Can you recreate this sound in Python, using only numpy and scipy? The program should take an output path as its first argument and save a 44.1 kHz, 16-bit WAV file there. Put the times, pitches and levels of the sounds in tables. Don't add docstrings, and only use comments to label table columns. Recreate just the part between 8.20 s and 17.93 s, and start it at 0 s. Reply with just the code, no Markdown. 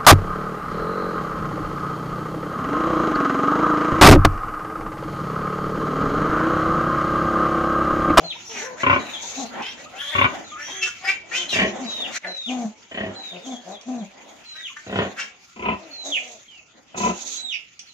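import sys
import numpy as np
from scipy import signal
from scipy.fft import rfft, irfft, next_fast_len
from scipy.io import wavfile
from scipy.ndimage import uniform_filter1d, minimum_filter1d

SR = 44100
rng = np.random.default_rng(int(sys.argv[2]) if len(sys.argv) > 2 else 0)


def file_out(sig):
    cols = np.atleast_2d(sig).T
    lim = np.clip(cols, -1, 1)
    pcm = np.round(lim * 32767).astype(np.int16)
    wavfile.write(sys.argv[1], SR, pcm)


N = 429093
TIME = np.arange(N) / SR
# t/s, length/s, mean time between pulses/s, time of the loudest moment after t/s,
# spread of the swell/s, lead of the upper bands/s, chest/dB, open mouth/dB, nose/dB, second slap/dB
SOW_GRUNTS = [(.632, 0.15, 0.032, 0.059, 0.078, 0, -17.5, -15, -20, -13),
              (1.95, .11, .031, 0.074, 0.081, 0, -19, -16.5, -18.5, -12),
              (3.327, 0.18, 0.03, 0.085, 0.056, 0.015, -18.5, -28.5, -27, -13),
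              (4.713, .19, 0.03, 0.11, 0.066, 0.037, -16.5, -30.5, -30, -16),
              (6.664, 0.205, .0308, 0.12, 0.062, 0.0006, -12, -22, -27, -4.5),
              (7.36, 0.184, .031, 0.12, 0.055, 0.0064, -17.5, -17.5, -25, -8),
              (8.743, 0.17, 0.029, 0.11, 0.066, 0.0083, -16, -17, -28.5, -6.5)]
PEEP_ATTACK_S, PEEP_RELEASE_S = .015, .016


def from_db(db):
    return 10 ** (np.asarray(db) / 20)


def rms_one(x):
    return x / np.sqrt(np.mean(x ** 2) + 1e-20)


def at_hz(points, hz):
    f, value = np.transpose(points)
    return np.interp(np.log(hz + 1e-3), np.log(f), value)


def band(x, low_hz, high_hz):
    edges_hz = [low_hz, min(high_hz, SR / 2 - 1)]
    return signal.sosfilt(signal.butter(2, edges_hz, "band", fs=SR, output="sos"), x + 1e-18)


def drift(rate, size):
    knots = rng.standard_normal(N // 100)
    return np.interp(np.arange(size) * rate / SR, np.arange(len(knots)), knots)


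def turbulence(size):
    return rng.standard_normal(SR)[:size]


def resonate(x, modes):
    out = 0
    for k, (hz, width, db) in enumerate(modes):
        r = np.exp(-np.pi * width / SR)
        feed = np.array([1, 0, -1]) * (1 - r * r) / 2
        back = [1, -2 * r * np.cos(2 * np.pi * hz / SR), r * r]
        out = out + (-1) ** k * from_db(db) * signal.lfilter(feed, back, x + 1e-18)
    return out


def moving_resonance(x, hz, width_hz):
    turn = np.exp(2j * np.pi * np.cumsum(hz) / SR)
    r = np.exp(-np.pi * width_hz / SR)
    smoothed = signal.lfilter([1], [1, -2 * r, r * r], x / turn)
    return rms_one((smoothed * turn).real)


def coloured_noise(colour, alike):
    size = next_fast_len(N)
    gain = from_db(at_hz(colour, np.fft.rfftfreq(size, 1 / SR)))
    mid, side = irfft(rfft(rng.standard_normal((2, size))) * gain, size)[:, :N]
    alike = np.clip(alike, -1, 1)
    return rms_one(np.sqrt(1 + alike) * mid + np.sqrt(1 - alike) * side * [[1], [-1]])


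def patchy(x, low_hz, high_hz, patchy_db, rate):
    size = next_fast_len(N)
    spectrum, hz, out = rfft(x, size), np.fft.rfftfreq(size, 1 / SR), 0
    centres = np.geomspace(low_hz, high_hz, 14)
    for share in np.eye(len(centres)):
        swell_db = patchy_db * np.clip(drift(rate * rng.uniform(.6, 1.4), N), -3, 1.7)
        narrow = irfft(spectrum * np.interp(hz, centres, share), size)[:, :N]
        out = out + narrow * from_db(swell_db)
    return rms_one(out)


def play(calls, voice, attack_s, release_s):
    out = np.zeros(N)
    for s, length, *row in calls:
        span = (TIME > s - attack_s) & (TIME < s + length + release_s)
        t = TIME[span]
        ramp = np.minimum((t - s) / attack_s, (s + length - t) / release_s) + 1
        gate = np.clip(ramp, 0, 1) ** 2
        out[span] += gate * voice(t, np.clip((t - s) / length, 0, 1), *row)
    return out


def swelling(t, progress, level_db, swell_db):
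    return from_db(level_db + swell_db * (progress - .5))


def folds(hz, jitter, breath):
    cycles = np.cumsum(hz * (1 + jitter * drift(250, len(hz)))) / SR
    pulses = np.diff(np.floor(cycles), prepend=0)
    puffs = turbulence(len(hz)) * np.exp(-3 * (cycles % 1))
    return rms_one(pulses) + breath * rms_one(puffs), cycles


def strike(times, levels_db, modes, scatter, scatter_s, waver):
    t, out = TIME[:SR // 8], np.zeros(N + SR)
    for s, db in zip(times, levels_db):
        rush = rng.standard_normal(len(t)) * np.exp(-(t / scatter_s) ** 2)
        push = (t == 0) + scatter * rush / np.linalg.norm(rush)
        shifted = [(hz * (1 + waver * rng.standard_normal()), width, mode_db)
                   for hz, width, mode_db in modes]
        start = int(s * SR)
        out[start:start + len(t)] += from_db(db) * rms_one(resonate(push, shifted))
    return out[:N]


def pan(x, pan_db):
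    return x * from_db(np.array([[1], [-1]]) * pan_db / 2)


def evened(response):
    size = response.shape[1]
    power = np.abs(rfft(response)) ** 2 + 2 * np.abs(rfft(response.mean(axis=0))) ** 2
    narrow, wide = (uniform_filter1d(power, int(hz * size / SR)) for hz in (60, 700))
    step = np.arange(size)
    fold = 1 + np.sign(size / 2 - step) - (step == 0)
    cepstrum = irfft(np.log(wide / narrow) / 2, size) * fold
    return irfft(rfft(response) * np.exp(rfft(cepstrum)), size)


def pen(x, early_db, late_db, pan_db, lag_ms):
    # f/Hz, t60/s
    pen_decay = [(80, 0.049), (250, 0.14), (800, 0.33), (2500, 0.34), (7000, 0.15), (14000, 0.049)]
    t, echoes = TIME[:SR // 2], 0
    edges = 45 * 2 ** np.arange(0, 9.1, .7)
    for low, high in zip(edges, edges[1:-1]):
        hz = np.sqrt(low * high)
        left, right, shared = band(rng.standard_normal((3, len(t))), low, high)
        apart = hz ** 2 / (hz ** 2 + 450 ** 2)
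        early = np.exp(-t / .008) * (t > .001)
        late = from_db(-60 * t / at_hz(pen_decay, hz)) * np.clip(t / .038, 0, 1)
        shape = from_db(early_db) * np.sqrt(apart) * early / np.linalg.norm(early)
        shape = shape + from_db(late_db) * late / np.linalg.norm(late)
        sides = np.sqrt(apart) * np.array([left, right]) + np.sqrt(1 - apart) * shared
        echoes = echoes + sides * shape
    delay_s = np.clip([[-lag_ms], [lag_ms]], 0, None) / 1000
    direct = np.sinc(SR * (t - delay_s) - 4)
    return pan(signal.fftconvolve(x[None], evened(direct + echoes), axes=1)[:, :N], pan_db)


def outdoors():
    return from_db(-70) * rms_one(band(rng.standard_normal(N), 55, 280))


def thin_hiss(bearing_db):
    # t/s, length/s, level/dB, swell/dB
    hiss_bouts = [(0.28, 0.15, -57.5, 13), (1.02, 0.2, -50.5, 1), (4.29, 0.17, -51, -5),
                  (5.26, 0.081, -49.5, 0), (5.485, 0.029, -55, 4), (5.68, 0.18, -59, -10),
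                  (7.855, 0.033, -41.5, 1.5), (7.94, 0.2, -50, -3.5), (8.785, .11, -40.5, -4.5),
                  (8.95, 0.22, -42, 9)]
    # f/Hz, level/dB
    hiss_colour = [(1180, -57), (2000, -18), (2970, -21), (3520, -7.5), (5270, -14), (6520, 1.5),
                   (8010, -19), (9590, -68), (10100, -34), (13200, -34.5), (15500, -56)]
    bouts = play(hiss_bouts, swelling, attack_s=.034, release_s=.084)
    flutter = from_db(4.5 + 2.1 * drift(90, N))
    return pan(bouts * flutter * coloured_noise(hiss_colour, alike=.035), bearing_db)


def sharp_ticks():
    # t/s, level/dB
    tick_rows = [(1.423, -45), (3.975, -40), (5.612, -40), (8.283, -64), (9.593, -30.5), (9.5986, -48)]
    # f/Hz, width/Hz, level/dB
    tick_modes = [(2500, 520, 0.5), (3370, 460, 0.5), (4200, 840, -5), (5840, 350, 8.5), (12000, 4000, -44)]
    s, tick_db = np.transpose(tick_rows)
    struck = strike(s, tick_db - 22.5, tick_modes, scatter=.77, scatter_s=.014, waver=0)
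    return pen(struck, early_db=3, late_db=-5.5, pan_db=-2, lag_ms=-.13)


def litter():
    # t/s, level/dB
    snuffling = [(0.0, -60), (0.24, -56.5), (0.6, -46.5), (1.79, -51), (2.0, -90), (2.9, -57.5),
                 (3.08, -49), (3.58, -44), (4.2, -57), (4.74, -54), (4.88, -40.5), (6.5, -60.5), (6.8, -55),
                 (7.34, -86), (7.5, -57), (8.56, -62), (8.94, -36), (9.46, -66), (9.73, -66)]
    # t/s, level/dB
    smacking = [(0.0, -49.5), (0.4, -46), (0.54, -51.5), (0.8, -43), (1.3, -46.5), (1.7, -52), (1.79, -50),
                (1.92, -45.5), (2.75, -47.5), (3.05, -53.5), (3.17, -42), (3.25, -45), (4.2, -44),
                (4.6, -49), (4.99, -42), (5.61, -48), (6.94, -41), (7.18, -48), (7.89, -42.5),
                (8.64, -53.5), (8.99, -38.5), (9.24, -50), (9.4, -49.5), (9.73, -50)]
    # t/s, length/s, level/dB, swell/dB
    snuffle_bouts = [(0.36, 0.048, -50.5, -2), (1.35, 0.059, -44, 6), (2.15, 0.052, -47.5, -3),
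                     (2.5, 0.029, -52.5, -14), (3.8, 0.11, -48.5, -6), (5.96, 0.25, -50, -2),
                     (8.56, 0.045, -59, -4)]
    # f/Hz, level/dB
    snuffle_colour = [(24, -66), (40, -39.5), (86, -18.5), (124, -21), (216, -0.5), (304, -1), (402, -4.5),
                      (761, 0.5), (1260, -11.5), (2000, -9.5), (2600, -52.5), (4400, -120)]
    # f/Hz, level/dB
    smack_colour = [(820, -22.5), (1400, -2.5), (1530, -13.5), (1820, -8), (2290, 0), (3190, -3),
                    (4190, -9.5), (5730, -8.5), (6730, -2), (8390, -30.5), (15500, -33.5)]
    rooting_db = 2.5 * drift(22, N)
    steady = from_db(np.interp(TIME, *np.transpose(snuffling)) - 6)
    bouts = play(snuffle_bouts, swelling, attack_s=.063, release_s=.063)
    blows = 0
    for s, length, *_ in SOW_GRUNTS:
        blows = blows + (TIME > s) * from_db(-45.5 - 56.5 * np.abs(TIME - s - length))
    air = patchy(coloured_noise(snuffle_colour, alike=.36), 170, 2000, patchy_db=4.5, rate=14)
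    snuffle = np.sqrt(steady ** 2 + bouts ** 2 + blows ** 2) * from_db(rooting_db) * air
    grain = patchy(coloured_noise(smack_colour, alike=.1), 1200, 9000, patchy_db=4.5, rate=22)
    smack_db = np.interp(TIME, *np.transpose(smacking)) - 7 + 2.13 * drift(60, N)
    return snuffle + grain * from_db(smack_db)


def whistle(pitch_hz, breaking, octave_db):
    size = len(pitch_hz)
    jitter = .009 + .05 * breaking + .035 * breaking ** 2
    phase = 2 * np.pi * np.cumsum(pitch_hz * (1 + jitter * drift(1300, size))) / SR
    rattle_hz = 212.6 * (1 + .35 * drift(200, size))
    rattle = np.sin(2 * np.pi * np.cumsum(rattle_hz) / SR)
    flutter = from_db((1 + 1.5 * breaking) * drift(250, size)) * (1 + .9 * breaking ** 2 * rattle)
    octave = from_db(octave_db + 5.2 * breaking) * np.sin(2 * phase)
    return from_db(2) * flutter * (np.sin(phase) + octave)


def chirp(t, progress, first_hz, last_hz, level_db):
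    pitch_hz = first_hz + (last_hz - first_hz) * progress
    return from_db(level_db) * whistle(pitch_hz, breaking=.25, octave_db=-37)


def peep(t, progress, plunge_length_s, held_s, first_hz, knee_hz, last_hz,
         sag_db, plunge_db, end_db, octave_db):
    start_s, end_s = t[0] + PEEP_ATTACK_S, t[-1] - PEEP_RELEASE_S
    plunge_s = end_s - plunge_length_s
    sag = np.clip((t - start_s) / (plunge_s - start_s), None, 1)
    plunge = np.interp(t, [plunge_s, end_s - held_s], [0, 1])
    steady_share = .7
    sunk = steady_share * sag + (1 - steady_share) * np.abs(sag) ** 5.02
    pitch_hz = first_hz + (knee_hz - first_hz) * sunk + (last_hz - knee_hz) * plunge
    fade_in_db = -4 * np.clip(1 - (t - start_s) / .1, 0, 1)
    level_db = np.interp(t, [plunge_s, plunge_s + .0063, end_s], [sag_db, plunge_db, end_db])
    return from_db(level_db + fade_in_db) * whistle(pitch_hz, plunge, octave_db)


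def chick(bearing_db):
    # t/s, length/s, closing plunge/s, held at the bottom/s, first f/Hz, f at the plunge/Hz,
    # last f/Hz, sag/dB, early in the plunge/dB, end/dB, octave before it breaks/dB
    peep_rows = [(0.045, .088, 0.034, 0.003, 4240, 3940, 2686, -45, -35, -51.5, -34),
                 (3.665, 0.2, .03, 0.0018, 3936, 3490, 2610, -41.5, -41, -44, -34),
                 (4.075, 0.24, .036, 0.013, 4120, 3450, 2500, -36.5, -32.5, -41, -37),
                 (4.96, 0.21, 0.049, 0.01, 4114, 3536, 2550, -40, -54, -46.5, -35),
                 (6.26, .232, .05, 0.0041, 4173, 3510, 2500, -43.5, -34, -43, -30),
                 (7.715, 0.266, .064, 0.0049, 4315, 3510, 2400, -41, -25, -30, -41),
                 (9.175, 0.19, 0.073, 0.021, 4060, 3610, 2520, -36.5, -35, -36, -19)]
    # t/s, length/s, first f/Hz, last f/Hz, level/dB
    chirp_rows = [(0.935, 0.037, 3590, 3150, -45), (2.245, 0.097, 4120, 3080, -59.5),
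                  (2.547, 0.064, 3340, 3285, -48.5), (5.22, 0.063, 3760, 3080, -49),
                  (5.31, 0.058, 3550, 3280, -45), (5.52, 0.052, 3970, 3260, -47),
                  (5.782, 0.042, 4200, 3170, -54.5), (6.675, 0.031, 4100, 3580, -53),
                  (8.28, 0.12, 3280, 2550, -52), (9.115, 0.055, 4200, 3200, -46),
                  (9.67, 0.043, 4410, 4000, -57.5)]
    whistles = play(peep_rows, peep, PEEP_ATTACK_S, PEEP_RELEASE_S)
    whistles = whistles + play(chirp_rows, chirp, attack_s=.0025, release_s=.011)
    return pen(whistles, early_db=-.5, late_db=-7, pan_db=bearing_db, lag_ms=-.362)


def whine(t, progress, first_hz, last_hz, level_db):
    pitch_hz = first_hz + (last_hz - first_hz) * progress
    phase = 2 * np.pi * np.cumsum(pitch_hz * (1 + .025 * drift(200, len(pitch_hz)))) / SR
    harmonics = sum(np.sin(k * phase) / k / (1 + (k * pitch_hz / 1700) ** 4) for k in range(1, 6))
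    return from_db(level_db + .97 * drift(80, len(pitch_hz))) * harmonics


def grunt(t, progress, first_hz, last_hz, hum_db, rasp_db, swell_db, tuning):
    # f/Hz, width/Hz, level/dB
    snout = [(352, 220, -4), (647, 104, 7), (770, 104, 3), (1020, 184, -8), (1500, 540, -17.5),
             (2400, 8000, -30)]
    scoop = 1 - .2 * np.clip(1 - (t - t[0]) / .04, 0, 1)
    glide_hz = first_hz + (last_hz - first_hz) * progress ** 2.6
    source, cycles = folds(scoop * glide_hz, jitter=.025, breath=.9)
    hum = np.sqrt(2) * np.sin(2 * np.pi * cycles) * from_db(1.5 * drift(70, len(cycles)))
    tuned = [(tuning * hz, width, db) for hz, width, db in snout]
    rasp = rms_one(band(resonate(source, tuned), 180, 4000))
    hum_gain = swelling(t, progress, hum_db + .5, swell_db)
    rasp_gain = swelling(t, progress, rasp_db - 8, swell_db)
    return hum_gain * hum + rasp_gain * rasp


def piglet_grunts():
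    # t/s, length/s, first f/Hz, last f/Hz, hum/dB, rasp/dB, swell/dB, snout tuning/ratio
    grunt_rows = [(0.005, 0.049, 173.2, 170.3, -54.5, -43.5, 3.5, 1.02),
                  (1.19, 0.051, 275.3, 226, -42.5, -38.5, -0.5, 1.11),
                  (3.615, 0.047, 261.5, 227.6, -40.5, -44, -1, 1.1),
                  (4.06, 0.043, 185.3, 181, -51, -33.5, 5, 0.96),
                  (4.3, 0.16, 252.7, 211.6, -30, -31.5, -1, 1.08),
                  (5.135, 0.041, 177.8, 176.6, -50, -37.5, 0.5, 0.91),
                  (5.275, 0.064, 266.5, 239, -33.5, -35, 2.5, 1.02),
                  (5.478, 0.049, 186, 205, -47, -33.5, 5, 1.01),
                  (5.69, .14, 255.4, 195.2, -32.5, -35.5, -4, 1.035),
                  (7.62, 0.1, 324, 268, -54, -45.5, -4, 0.98),
                  (7.86, 0.049, 276.2, 293, -45.5, -34.5, 1, 1),
                  (7.97, .19, 250.5, 225, -59.5, -44, -4, 0.96)]
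    # t/s, length/s, first f/Hz, last f/Hz, level/dB
    whine_rows = [(.155, 0.014, 900, 983, -52.5), (.295, 0.11, 460, 385, -54), (.415, 0.033, 400, 505, -47),
                  (.46, 0.089, 515, 509, -47), (1.35, 0.12, 406, 446, -60.5),
                  (1.66, 0.018, 1210, 1290, -50.5), (1.735, 0.049, 723, 797, -51),
                  (2.32, 0.07, 1210, 1308, -45.5), (2.53, 0.145, 383, 369, -56),
                  (2.84, 0.051, 746, 803, -46.5), (3.17, 0.078, 356, 347, -54),
                  (6.5, 0.017, 1150, 990, -48)]
    low_voices = play(grunt_rows, grunt, attack_s=.045, release_s=.047)
    low_voices = low_voices + play(whine_rows, whine, attack_s=.0073, release_s=.0058)
    return pen(low_voices, early_db=1, late_db=-10.5, pan_db=2, lag_ms=.036)


def squeak(t, progress, first_hz, last_hz, level_db):
    air = turbulence(len(t))
    flutter = from_db(level_db + .63 * drift(63, len(air)))
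    centre_hz = first_hz + (last_hz - first_hz) * progress
    high_hiss = from_db(-18) * rms_one(band(air, 9200, 13000))
    return flutter * (moving_resonance(air, centre_hz, width_hz=410) + high_hiss)


def squeal(t, progress, loudest, first_hz, last_hz, level_db, overtone_db, chest_db, hoarseness):
    settled = np.clip(loudest + .2, .5, 1)
    throat_hz = last_hz + (first_hz - last_hz) * np.clip(1 - progress / settled, 0, 1) ** 1.8
    strain_db = np.interp(progress, [0, np.clip(loudest, .01, .99), 1], [-12.5, 0, -15])
    hoarseness = np.clip(hoarseness, 0, 1)
    pitch_hz = last_hz / 6 * (throat_hz / last_hz) ** .25
    source, _ = folds(pitch_hz, jitter=.01 + .024 * hoarseness, breath=.3 + .6 * hoarseness)
    throat_hz = throat_hz * (1 + .025 * drift(70, len(t)))
    core = from_db(-2) * moving_resonance(source, throat_hz, width_hz=480)
    body = moving_resonance(source, .88 * throat_hz, width_hz=1400)
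    body = rms_one(band(body, 850, 4700))
    chest = rms_one(band(source, 567, 1285))
    breathy = rms_one(source) + turbulence(len(t))
    overtone = from_db(-9.5) * moving_resonance(breathy, 300 + 1.946 * throat_hz, width_hz=880)
    overtone = overtone + from_db(-8) * rms_one(band(breathy, 5330, 6830))
    air = rms_one(band(source, 8500, 23000))
    throat = np.sqrt(1 - hoarseness) * core + np.sqrt(hoarseness) * from_db(-7.5) * body
    voice = from_db(level_db) * (throat + from_db(-31.5) * air) + from_db(chest_db) * chest
    voice = voice + from_db(overtone_db - 7) * (overtone + from_db(-27) * air)
    return voice * from_db(strain_db + 1.6 * drift(103, len(t)))


def piglet_squeals():
    # t/s, length/s, loudest point/share of length, first and last throat f/Hz,
    # level/dB, overtone band/dB, chest band/dB, hoarseness/0-1
    squeal_rows = [(0.3, 0.19, 0.63, 3110, 1756, -38, -45, -50.5, 0.9),
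                   (0.57, 0.059, 1, 1276, 2000, -39.5, -37, -48.5, 0.67),
                   (1.34, 0.21, 0.63, 1391, 3136, -37.5, -59, -63, 0.9),
                   (1.57, .07, 0.38, 1610, 1938, -49, -44.5, -61, 0.82),
                   (1.74, 0.17, 1, 2003, 3464, -43.5, -49, -55, 0.5),
                   (1.72, 0.23, 0.56, 1155, 1738, -48, -55, -60, 0.48),
                   (1.912, 0.065, 0.3, 1901, 1860, -35.5, -46, -43.5, 0.49),
                   (2.36, 0.12, 0.46, 1240, 1784, -44, -65, -57, 0.093),
                   (2.44, 0.15, 0.48, 3100, 3250, -45, -49, -63, 0.35),
                   (2.47, 0.17, 0.73, 1500, 2032, -47.5, -58, -64, 0.68),
                   (2.618, 0.064, 0.21, 2780, 2665, -28, -29.5, -56, 0.16),
                   (2.655, 0.042, 0.45, 1730, 1423, -39, -29, -55, 0.26),
                   (2.81, 0.042, .9, 2140, 2250, -42, -53, -49, 0.87),
                   (2.853, 0.079, 0.6, 1728, 2330, -26, -33.5, -43.5, 0.29),
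                   (3.118, .125, 0.42, 1797, 3080, -28.5, -31, -50.5, 0.57),
                   (3.295, 0.14, 0.42, 3323, 2311, -30.5, -29, -51, 0.23),
                   (3.93, 0.045, 0.8, 2154, 2067, -28.5, -26, -45.5, 1),
                   (4.035, 0.053, 0.29, 2290, 1728, -28.5, -48, -41, 0.59),
                   (6.345, 0.095, 0.61, 1437, 1947, -41, -58, -55.5, 0.27),
                   (6.565, 0.028, 0.17, 1670, 1790, -34.5, -40, -67, 0.24),
                   (6.965, 0.081, 0.37, 1550, 1647, -31.5, -33, -51, 0.6),
                   (6.975, 0.078, 0.37, 2400, 2738, -26.5, -28.5, -55, 0.94)]
    # t/s, length/s, first f/Hz, last f/Hz, level/dB
    squeak_rows = [(.26, 0.21, 5770, 5860, -54.5), (0.8, 0.27, 3950, 3600, -57.5),
                   (1.15, 0.15, 3820, 4330, -59), (1.46, 0.063, 5100, 5800, -57.5),
                   (1.79, 0.26, 3220, 3550, -46), (2.42, 0.22, 5670, 6550, -54),
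                   (2.85, 0.068, 4900, 5170, -51), (3.295, 0.081, 4020, 3300, -44)]
    high_voices = play(squeal_rows, squeal, attack_s=.014, release_s=.084)
    high_voices = high_voices + play(squeak_rows, squeak, attack_s=.019, release_s=.0087)
    return pen(high_voices, early_db=0, late_db=-10, pan_db=.5, lag_ms=.029)


def throat_pulses(start_s, end_s):
    jitter_s, second_slap_share = .0003, .48
    chest_drop_db, mouth_drop_db, nose_drop_db = 8, 11.5, 10.5
    pulses = []
    for s, length, period_s, swelling_s, spread_s, lead_s, chest, mouth, nose, second_db in SOW_GRUNTS:
        if start_s < s < end_s:
            t = np.arange(0, length, period_s)
            t = t + jitter_s * rng.standard_normal(size=16)[:len(t)]
            from_peak_s = np.abs([t - swelling_s, t - swelling_s + lead_s])
            low, high = (from_peak_s / spread_s) ** 1.06
            for delay_s, db in (0, 0), (second_slap_share * period_s, second_db):
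                pulses += zip(s + t + delay_s,
                              db + chest - chest_drop_db * low,
                              db + mouth - mouth_drop_db * high,
                              db + nose - nose_drop_db * high)
    return pulses


def sow(throat, start_s, end_s, chest_db, mouth_db, nose_db, rush, rush_s):
    s, chest, mouth, nose = np.transpose(throat_pulses(start_s, end_s))
    low_modes = [m for m in throat if m[0] < 850]
    middle_modes = [m for m in throat if 850 <= m[0] < 1650]
    top_modes = [m for m in throat if m[0] >= 1650]
    waver = .009
    low = strike(s, chest + chest_db, low_modes, rush, 1.2 * rush_s, waver)
    middle = strike(s, mouth + mouth_db, middle_modes, rush, rush_s, waver / 2)
    top = strike(s, nose + nose_db, top_modes, 2 * rush, rush_s, waver)
    effort = np.zeros(N)
    effort[(s * SR).astype(int)] = from_db(chest) ** 2
    lingering = np.exp(-1 / (.022 * SR))
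    airflow = np.sqrt(signal.lfilter([1], [1, -lingering], effort + 1e-18))
    rasp = airflow * rms_one(band(resonate(rng.standard_normal(N), low_modes), 130, 1100))
    sizzle = airflow * rms_one(band(rng.standard_normal(N), 3100, 4400))
    voice = band(low, 56, 900) + band(middle, 900, 1580) + band(top, 1470, 3500)
    return voice + from_db(-21) * rasp + from_db(-42) * sizzle


def sows():
    # mean f/Hz, width/Hz, level/dB
    open_throat = [(66.7, 14, -12), (101, 15, 3.5), (266, 33, -1.5), (383, 22, -3.5), (564, 43, -3.5),
                   (1047, 76, 2.5), (1183, 120, -5), (1475, 130, -3.5), (1850, 83, -1.5), (2280, 300, 3),
                   (2665, 100, -1), (2746, 81, 5), (3340, 280, -14)]
    # f/Hz, width/Hz, level/dB
    nasal_throat = [(67.4, 26, -6), (103, 9.2, 1), (205, 38, 3.5), (400, 140, -1.5), (508, 63, -1.5),
                    (640, 78, 0.5), (1040, 33, -1), (1570, 140, -10), (1860, 110, 8.5), (2630, 470, -2),
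                    (2740, 110, 1.5), (3040, 250, -0.5)]
    # f/Hz, width/Hz, level/dB
    gruff_throat = [(67, 21, -8.5), (101, 14, 2), (197, 36, 4), (418, 140, 0), (550, 103, 0),
                    (680, 130, -2.5), (990, 82, -2.5), (1460, 92, -3), (1880, 240, 2), (2500, 280, 1.5),
                    (3020, 400, 1)]
    # f/Hz, width/Hz, level/dB
    deep_throat = [(68.4, 16, -6), (96.4, 14.5, -2), (187, 18, 6.5), (223, 29, 5.5), (393, 50, 0.5),
                   (560, 105, -6), (720, 130, -4), (990, 24, 10.5), (1040, 110, -4.5), (1270, 80, -5),
                   (1990, 110, -1.5), (2340, 320, -0.5), (2596, 120, 6), (3080, 240, -7)]
    nasal_from_s, gruff_from_s, deep_from_s = 3, 6, 7.2
    late_db = -14
    crisp, husky = dict(rush=1.3, rush_s=.016), dict(rush=1.7, rush_s=.019)
    rattling = dict(rush=1.3, rush_s=.013)
    barks = sow(open_throat, 0, nasal_from_s, chest_db=-21.5, mouth_db=-15.5, nose_db=-18, **crisp)
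    nasal = sow(nasal_throat, nasal_from_s, gruff_from_s,
                chest_db=-20, mouth_db=-18, nose_db=-9, **husky)
    gruff = sow(gruff_throat, gruff_from_s, deep_from_s,
                chest_db=-19.5, mouth_db=-16, nose_db=-10.5, **rattling)
    deep = sow(deep_throat, deep_from_s, TIME[-1],
               chest_db=-16.5, mouth_db=-15.5, nose_db=-12.5, **husky)
    return (pen(barks, 0, late_db, pan_db=2.5, lag_ms=-.22)
            + pen(nasal + gruff, -.13, late_db, pan_db=.5, lag_ms=-.17)
            + pen(deep, .18, late_db, pan_db=.9, lag_ms=.26))


def scene():
    # t/s, left minus right/dB
    bearing = [(0, 2.5), (4.3, 3), (7, 0), (8.3, -4), (9.73, -9)]
    bearing_db = np.interp(TIME, *np.transpose(bearing))
    background = outdoors() + thin_hiss(bearing_db) + sharp_ticks()
    piglets = litter() + piglet_grunts() + piglet_squeals()
    return background + chick(bearing_db) + piglets + sows()


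def record(dry):
    # t/s, level/dB
    level_points = [(3.978, 10.5), (3.988, -7), (4.015, -6), (4.03, 2.5)]
    ceiling, window = .9, SR // 100
    loud = dry * from_db(np.interp(TIME, *np.transpose(level_points)))
    allowed = ceiling / np.maximum(np.abs(loud).max(axis=0), ceiling)
    limited = loud * uniform_filter1d(minimum_filter1d(allowed, 2 * window), window)
    cutoff_hz = 15500
    return signal.sosfilt(signal.ellip(10, .2, 80, cutoff_hz, fs=SR, output="sos"), limited)


dry = scene()
out = record(dry)
file_out(out)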